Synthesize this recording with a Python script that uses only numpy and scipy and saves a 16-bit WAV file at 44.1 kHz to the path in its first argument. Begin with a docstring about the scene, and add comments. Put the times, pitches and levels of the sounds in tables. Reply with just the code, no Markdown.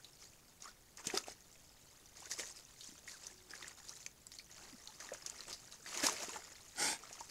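"""Wild boars in a mud hole

Wild boars and piglets wallow some way from a trail camera, on a still evening.
Hooves and snouts churn the water: swarms of damped rings and shaped noise gurgle, crackle and spatter.
Mud smacks as torn noise in a small cavity and plops as short unsteady tones; one animal heaves through the water.
Another snorts, noise ringing throat and nose; mud and a low grunt slide in pitch, and a faint call holds its own.
The thicket returns a short echo, and the camera's single microphone adds a steady hiss."""
import sys
import numpy as np
from scipy import signal
from scipy.fft import rfft, irfft, next_fast_len
from scipy.io import wavfile
from scipy.ndimage import map_coordinates

SR = 44100
rng = np.random.default_rng(int(sys.argv[2]) if len(sys.argv) > 2 else 0)


def generate_wav(signal):
    """Clip the signal to [-1, 1] and save it as 16-bit WAV at the path in sys.argv[1]."""
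    frames = np.transpose(np.atleast_2d(signal))
    scaled = np.clip(frames, -1, 1) * 32767
    pcm = np.round(scaled).astype(np.int16)
    wavfile.write(sys.argv[1], SR, pcm)


N = 321930


def amp(db):
    """Decibels to gain."""
    return 10 ** (np.asarray(db) / 20)


def unit(x):
    """Scale to rms 1."""
    return x / np.sqrt(np.mean(x ** 2) + 1e-20)


def curves(rows):
    """One value per sample for each column after the time."""
    s, *columns = np.transpose(rows)
    return [np.interp(np.arange(N) / SR, s, column) for column in columns]


def noise(size=N):
    """White noise at rms 1."""
    return rng.standard_normal(size)


def wobble(rate, size=N):
    """A smooth random curve, rate knots a second."""
    knots = rng.standard_normal(int(size * rate / SR) + 4)
    return map_coordinates(knots, [np.arange(size) * rate / SR])


def filtered(x, response):
    """x times a response of frequency, padded so that its ringing does not wrap round."""
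    m = next_fast_len(len(x) + SR // 10)
    f = np.fft.rfftfreq(m, 1 / SR)
    return irfft(rfft(x, m) * response(f), m)[:len(x)]


def coloured(x, spectrum):
    """x shaped by (frequency [Hz], level [dB]) points on a log axis, at rms 1."""
    hz, db = np.transpose(spectrum)
    return unit(filtered(x, lambda f: amp(np.interp(np.log(f + 1), np.log(hz), db))))


def resonance(f, hz, width):
    """Response of one damped resonator."""
    return 1j * f * width / (hz * hz - f * f + 1j * f * width)


def fade(t, t60):
    """Exponential decay by 60 dB in t60 seconds."""
    return np.exp(-np.log(1000) * t / t60)


def settling(t, length, attack, t60):
    """Build up from t = 0 with time constant attack, hold for length, then die away."""
    build_up = 1 - np.exp(-np.maximum(t, 0) / attack)
    return build_up * fade(np.maximum(t - length, 0), t60)


def add(track, s, sound):
    """Mix a sound into the track at time s."""
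    part = track[round(s * SR):][:len(sound)]
    part += sound[:len(part)]


def bubbles(rate, low_hz, high_hz, cycles, rise, spread_db, size):
    """A swarm of damped rings of random pitch and strength; with rise, each climbs as its bubble nears the surface."""
    when, pitch, life, strength = rng.random((int(rate * N / SR), 4)).T[:, :, None]
    hz = low_hz * (high_hz / low_hz) ** pitch
    t = np.arange(size) / SR
    t60 = cycles * (.5 + life) / hz
    ring = np.sin(2 * np.pi * hz * t * (1 + rise * t / t60)) * fade(t, t60)
    gain = amp(spread_db * strength ** 2) * np.sqrt(hz)
    places = (when * N).astype(int) + np.arange(size)
    return np.bincount(places.ravel(), (gain * ring).ravel(), N)[:N]


# the quiet of the wood and the microphone's hiss: (frequency [Hz], relative level [dB per Hz])
QUIET_SPECTRUM = [(20, -0.5), (130, -4), (300, -10), (850, -16), (1050, -19.5), (3500, -20.5),
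                  (6500, -21.5), (9000, -20.5), (15500, -23.5)]


def quiet(level_db=-66.0):
    """Steady noise shaped like the still wood and the microphone's own hiss."""
    return amp(level_db) * coloured(noise(), QUIET_SPECTRUM)


def thicket(x, t60=0.16):
    """Ground and bushes scatter a short echo, a decaying noise tail."""
    t = np.arange(SR // 2) / SR
    tail = noise(len(t)) * fade(t, t60)
    return signal.fftconvolve(x, tail / np.linalg.norm(tail))[:N]


# a faint, low call held on one pitch: attack is a time constant, fade the time to fall by 60 dB
CALL_START_S, CALL_HOLD_S, CALL_ATTACK_S, CALL_FADE_S = 3.315, 0.043, 0.016, 0.6
CALL_HZ, CALL_DB = 367, -66  # both before a random waver


def low_call(waver=0.034, flutter_db=4.0):
    """A soft, husky tone that swells and dies away; random waver of pitch and level makes it husky."""
    t = np.arange(N) / SR
    hz = CALL_HZ * (1 + waver * wobble(150))
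    phase = 2 * np.pi * np.cumsum(hz) / SR
    envelope = settling(t - CALL_START_S, CALL_HOLD_S, CALL_ATTACK_S, CALL_FADE_S)
    return amp(CALL_DB + flutter_db * wobble(60)) * envelope * np.sin(phase)


# sucking mud and a low grunt (at 4.719 s), sliding in pitch:
# (time [s], length [s], starting pitch [Hz], final pitch [Hz], level before the swell [dB])
PITCH_GLIDES = [(0.648, 0.057, 858, 1624, -56), (2.218, 0.017, 720, 1110, -53),
                (2.253, 0.025, 1250, 1730, -55.5), (3.122, 0.052, 1990, 1053, -58.5),
                (3.905, 0.04, 835, 2250, -60.5), (4.719, 0.042, 330, 190, -54),
                (4.783, .04, 1760, 2000, -63), (4.88, 0.029, 856, 824, -56)]


def glides(waver=0.048, flutter_db=3):
    """Sucking mud and a low animal grunt: soft, fluttering tones that swell, slide and waver."""
    out = np.zeros(N)
    for s, length, from_hz, to_hz, db in PITCH_GLIDES:
        u = np.linspace(0, 1, int(length * SR))
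        slide_hz = from_hz + (to_hz - from_hz) * u
        hz = slide_hz * (1 + waver * wobble(254)[:len(u)])
        swell = np.sin(np.pi * u) * unit(amp(flutter_db * wobble(138)[:len(u)]))
        add(out, s, amp(db) * swell * np.sin(2 * np.pi * np.cumsum(hz) / SR))
    return out


def blown(resonances):
    """Turbulent air ringing a set of resonances, added with alternating sign, at rms 1."""
    def tract(f):
        return sum((-1) ** k * amp(db) * resonance(f, hz, width)
                   for k, (hz, width, db) in enumerate(resonances))
    return unit(filtered(noise(), tract))


# one blow of air through the snout; the level is a gain on throat and hiss together
SNORT_START_S, SNORT_DB = 6.752, -34
SNORT_ATTACK_S, SNORT_HOLD_S, SNORT_RELEASE_S = 0.077, 0.032, 0.14
# throat resonances before they shift with its tightening: (frequency [Hz], width [Hz], level [dB])
THROAT_RESONANCES = [(303, 204, -5), (860, 74, 3.5), (1526, 133, 0.5), (2250, 240, -1), (3130, 80, -3),
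                     (3460, 88, -2)]
# resonances of the narrow nasal passages, before the quiver: (frequency [Hz], width [Hz], level [dB])
NOSE_RESONANCES = [(4100, 71, -3.5), (4660, 115, 3), (5340, 140, 1), (5765, 260, -1), (7100, 174, 0.5),
                   (7500, 165, 0.5), (8570, 300, 2.5), (10850, 220, -13)]
# air hissing at the nostrils: (frequency [Hz], relative level [dB per Hz])
NOSTRIL_SPECTRUM = [(100, -25), (300, -18), (1100, -14), (4000, -1), (6500, 8.5), (10000, -2.5),
                    (13000, -9), (16000, -26)]


def snort(bend=0.0061, tighten=.085, brighten=0.24):
    """A boar clears its snout: unvoiced air rings the tightening throat and the nose, and hisses at the nostrils."""
    t = np.arange(N) / SR
    knees = SNORT_START_S + np.cumsum([0, SNORT_ATTACK_S, SNORT_HOLD_S, SNORT_RELEASE_S])
    blow = np.sin(np.pi / 2 * np.interp(t, knees, [0, 1, 1, 0])) ** 2
    # the soft walls quiver, and the throat's resonances climb through the blow
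    quiver = 1 + bend * wobble(30)
    climb = tighten * np.interp(t, [knees[0], knees[2], knees[3]], [-1, 0, 1])
    # reading the noise at a varying speed shifts its resonances
    throat = map_coordinates(blown(THROAT_RESONANCES), [np.cumsum(quiver + climb)], mode="mirror")
    nose = map_coordinates(blown(NOSE_RESONANCES), [np.cumsum(quiver)], mode="mirror")
    nostrils = coloured(noise(), NOSTRIL_SPECTRUM)
    # nose and nostrils grow faster than the throat, so the peak of the blow is brightest
    hiss = (amp(-4.5) * nose + amp(-8.0) * nostrils) * blow ** brighten
    flutter = amp(0.96 * wobble(250))
    return amp(SNORT_DB) * blow * flutter * (amp(-6.5) * throat + hiss)


# the herd's constant shuffling in the mud: (time [s], spatter level [dB])
SHUFFLING = [(0, -66.5), (.85, -72.5), (1.5, -67), (2.05, -66.5), (2.7, -63), (3.75, -67), (4.25, -71.5),
             (4.95, -60), (5.8, -63), (6.6, -63), (7.3, -59)]
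SHUFFLE_WATER_DB = -7  # its slosh, relative to its spatter
# a hoof or snout pushes through the mud:
# (time [s], length [s], sloshing water level [dB], spattering mud level [dB])
MUD_STROKES = [(0.185, 0.05, -67.5, -59.5), (0.593, 0.099, -64, -58.5), (0.97, 0.012, -56, -55),
               (1.035, 0.076, -56, -53), (1.128, 0.045, -51, -47.5), (1.256, 0.032, -55.5, -52),
               (2.15, 0.12, -64.5, -57.5), (2.295, 0.021, -56, -43.5), (2.372, 0.028, -52.5, -45),
               (2.412, 0.083, -64.5, -53.5), (2.556, 0.019, -64.5, -52.5), (2.78, 0.13, -78, -59),
               (3.059, 0.079, -69, -53), (3.188, 0.12, -66.5, -58.5), (3.486, 0.22, -62.5, -59),
               (3.766, 0.024, -62, -57), (3.837, 0.081, -64, -54.5), (3.94, 0.097, -71.5, -58),
               (4.32, 0.025, -69, -55), (4.491, 0.2, -64, -61), (4.994, 0.052, -59, -56.5),
               (5.102, 0.052, -61, -64), (5.226, 0.21, -63.5, -61), (5.467, 0.043, -55, -51),
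               (5.706, 0.017, -60.5, -54), (5.913, 0.12, -53.5, -51), (6.025, 0.026, -39, -33),
               (6.19, 0.047, -54, -50), (6.329, 0.019, -52.5, -56), (6.978, .22, -64.5, -69)]
STROKE_ATTACK_S, STROKE_SETTLE_S = .011, 0.22  # time constant of the build-up; time to settle by 60 dB
# one animal heaves through the water: the wave builds up to its crest, then runs back slowly
WAVE_START_S, WAVE_ONSET_S, WAVE_CREST_S = 5.84, 0.026, 6.026
WAVE_WATER_DB, WAVE_MUD_DB = -49, -44.5  # at the crest
WAVE_RISE_DB_PER_S, WAVE_EBB_DB_PER_S = 60, 36


def stirring():
    """Levels in dB of sloshing water and spattering mud: shuffling, strokes and the wave add up in power."""
    t = np.arange(N) / SR
    shuffle_db, = curves(SHUFFLING)
    power = amp(shuffle_db + np.array([[SHUFFLE_WATER_DB], [0]])) ** 2
    for s, length, water_db, mud_db in MUD_STROKES:
        push = settling(t[:SR], length, STROKE_ATTACK_S, STROKE_SETTLE_S)
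        add(power[0], s, (amp(water_db) * push) ** 2)
        add(power[1], s, (amp(mud_db) * push) ** 2)
    rising_db = WAVE_RISE_DB_PER_S * (WAVE_CREST_S - t)
    ebbing_db = WAVE_EBB_DB_PER_S * (t - WAVE_CREST_S)
    onset = np.clip((t - WAVE_START_S) / WAVE_ONSET_S, 0, 1)
    wave = amp(-np.maximum(rising_db, ebbing_db)) * onset
    power += (amp([[WAVE_WATER_DB], [WAVE_MUD_DB]]) * wave) ** 2
    return 10 * np.log10(power)


def stirred(grains, level_db, merge_db, spectrum):
    """Separate grains when gently stirred; above merge_db they run together into a wash."""
    merged = 1 / (1 + amp(merge_db - level_db))
    separate = np.sqrt(1 - merged) * coloured(grains, spectrum)
    wash = np.sqrt(merged) * coloured(noise(), spectrum)
    return amp(level_db) * (separate + wash)


def drips(spatter_db):
    """Single drops fall from wet coats, louder while the mud flies."""
    drops = bubbles(rate=70, low_hz=3200, high_hz=8000, cycles=24, rise=.03, spread_db=15, size=1024)
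    return amp(spatter_db - 10.5) * unit(drops)


def squelch(slosh_db, db=-7):
    """Churned mud bursts in a dense crackle of dead, wet ticks."""
    ticks = bubbles(rate=300, low_hz=600, high_hz=3000, cycles=7, rise=0, spread_db=18, size=640)
    return amp(db + slosh_db) * unit(filtered(ticks, lambda f: resonance(f, 1423, 3400)))


def gulps(slosh_db, db=-3, onset_db=-60, low_cut_hz=300):
    """The harder the water is churned, the more it folds in big, low bubbles."""
    swarm = bubbles(rate=170, low_hz=291, high_hz=1049, cycles=31, rise=0.091, spread_db=11.5, size=2400)
    swarm = filtered(swarm, lambda f: f * f / (f * f + low_cut_hz ** 2))
    folding = 1 / (1 + amp(onset_db - slosh_db) ** 2)
    return amp(db + slosh_db) * folding * unit(swarm)


# sloshing water: (frequency [Hz], relative level [dB per Hz])
SLOSH_SPECTRUM = [(60, -57), (200, -0.5), (500, -5), (900, -3.5), (2000, 2), (3200, -0.5), (6000, -21.5)]
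# spattering mud: (frequency [Hz], relative level [dB per Hz])
SPATTER_SPECTRUM = [(1200, -20), (3000, -12.5), (4200, -7.5), (4800, -4), (6900, 0), (9000, -10.5),
                    (12000, -15), (16000, -57)]


def churn():
    """Stirred water gurgles in bubbles while fine mud spatters and crackles above it."""
    slosh_db, spatter_db = stirring()
    gurgle = bubbles(rate=600, low_hz=320, high_hz=3304, cycles=24, rise=0.13, spread_db=15, size=1200)
    crackle = bubbles(rate=700, low_hz=3235, high_hz=11810, cycles=54.0, rise=0, spread_db=18.5, size=256)
    water = stirred(gurgle, slosh_db, merge_db=-53.5, spectrum=SLOSH_SPECTRUM)
    fizz = unit(crackle) + noise()
    mud = stirred(fizz, spatter_db, merge_db=-47.5, spectrum=SPATTER_SPECTRUM)
    clumps = unit(amp(1.7 * wobble(70) + 1.37 * wobble(400)))  # mud comes loose in clots
    return clumps * (water + mud) + squelch(slosh_db) + drips(spatter_db) + gulps(slosh_db)


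# air pockets opening in the mud, the lowest mere thumps:
# (time [s], peak level before the bass cut [dB], middle pitch [Hz], decay by 60 dB [s])
AIR_POCKETS = [(0.6554, -45.5, 1256, 0.033), (1.0693, -35.5, 174, 0.017), (1.1, -35, 2340, 0.018),
               (1.1389, -32.5, 400, 0.062), (1.162, -38, 400, .05), (1.1405, -36, 733, 0.043),
               (1.173, -35.5, 1440, 0.035), (1.24, -48, 2700, .018), (1.2828, -35.5, 784, 0.01),
               (2.3954, -44, 450, 0.011), (2.434, -40.5, 2000, .011), (2.89, -51, 230, 0.029),
               (2.922, -52.5, 257, 0.031), (3.535, -40.5, 1705, 0.027), (3.6258, -42.5, 2100, 0.0132),
               (3.6443, -42, 1880, 0.013), (4.0635, -37.5, 2470, 0.0099), (4.396, -48, 2390, 0.03),
               (5.1184, -37, 582, 0.059), (5.0897, -41.5, 1950, .009), (5.862, -39.5, 1980, 0.0079),
               (6.036, -36.5, 294, .025), (6.086, -26.5, 1090, 0.01), (6.2365, -41.5, 697, 0.024),
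               (6.2834, -40.5, 408, 0.019), (6.3587, -42, 897, 0.058), (7.035, -47.5, 1360, 0.031),
               (7.11, -46.5, 680, 0.017), (7.208, -39.5, 927, 0.038)]


def plops(rise=0.0545, rough=0.3, low_cut_hz=110):
    """Each air pocket rings briefly; its soft walls make the pitch unsteady."""
    out, t = np.zeros(N), np.arange(SR // 10) / SR
    for s, db, hz, t60 in AIR_POCKETS:
        drift = np.cumsum(noise(len(t))) * np.sqrt(hz / SR)
        phase = 2 * np.pi * hz * t * (1 + rise * (t / t60 - .5)) + 2 * rough * drift
        envelope = fade(t, t60) * (1 - np.exp(-t / 0.0006))
        add(out, s, amp(db) * np.sin(phase) * envelope / envelope.max())
    return filtered(out, lambda f: 1j * f / (low_cut_hz + 1j * f))  # a small pocket radiates little bass


# wet mud snapping under hooves and snouts:
# (time [s], level before a common trim [dB], cavity pitch [Hz], nominal decay by 60 dB [s])
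MUD_SNAPS = [(0.045, -44, 3870, 0.033), (0.622, -39, 5950, 0.014), (0.972, -39.5, 6300, 0.016),
             (1.07, -25.5, 6350, 0.02), (1.069, -31, 3400, 0.011), (1.15, -30, 5550, 0.011),
             (1.1738, -21, 5000, 0.015), (1.174, -29, 2670, 0.01), (1.184, -32, 6100, 0.019),
             (2.203, -45, 7500, .012), (2.3126, -34, 6200, 0.06), (2.3132, -40.5, 1820, .04),
             (2.388, -40, 5600, 0.07), (2.3961, -29.5, 2280, 0.0081), (2.456, -43, 6100, 0.0275),
             (2.8072, -44, 4200, 0.051), (3.077, -45.5, 2040, 0.087), (3.268, -36, 6200, 0.025),
             (3.626, -38.5, 3480, 0.013), (3.6796, -36, 7650, 0.014), (3.893, -35, 5790, 0.017),
             (4.063, -32.5, 6450, 0.017), (4.268, -33.5, 7660, 0.0067), (4.318, -44, 4850, 0.031),
             (4.386, -41.5, 4660, 0.047), (4.874, -37.5, 4140, 0.02), (5.002, -39, 6000, 0.0153),
             (5.005, -45, 1750, 0.033), (5.135, -38.5, 6600, 0.029), (5.147, -44, 1450, 0.03),
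             (5.2619, -32.5, 6260, 0.034), (5.298, -32, 7240, 0.015), (5.406, -35.5, 4200, 0.017),
             (5.5277, -39, 4830, 0.085), (5.9738, -28, 6100, 0.013), (6.0382, -26.5, 1730, .014),
             (6.0511, -30, 6800, 0.012), (6.064, -23.5, 9200, .01), (6.067, -16, 5400, 0.01),
             (6.0965, -26.5, 6200, .008), (6.292, -42, 990, 0.04), (6.359, -42, 1390, 0.043),
             (7.1278, -41.5, 6270, 0.041), (7.204, -42, 6540, 0.029)]


def smacks(attack_s=0.0014, tearing_db=3.0):
    """A film of mud tears in quick jerks: ticks in a small cavity, then a short spray of droplets."""
    out, t = np.zeros(N), np.arange(SR // 10) / SR
    for s, db, hz, t60 in MUD_SNAPS:
        spray = amp(-20) * fade(t, t60 * 4)
        envelope = (fade(t, t60 * 0.91) + spray) * (1 - fade(t, attack_s))
        jerks = amp(tearing_db * wobble(630, size=len(t)))

        def cavity(f):
            ringing = resonance(f, hz, hz * 0.14) + 0.14 * resonance(f, 5800, 2100)
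            return ringing / (1 + (f / 11500) ** 4)  # dulled at the top

        snap = filtered(noise(len(t)) * jerks * envelope, cavity)
        add(out, s, amp(db - 3.0) * unit(snap) * np.sqrt(np.mean(envelope ** 2)))
    return out


def scene():
    """The herd and its echo over the quiet of the wood and the microphone's hiss, alike in both channels."""
    herd = low_call() + glides() + snort() + churn() + plops() + smacks()
    mono = quiet() + amp(-13.5) * thicket(herd) + herd
    return np.array([mono, mono])


def record(dry, top_hz=15750):
    """The camera keeps nothing above its band limit."""
    return np.array([filtered(channel, lambda f: f < top_hz) for channel in dry])


dry = scene()
out = record(dry)
generate_wav(out)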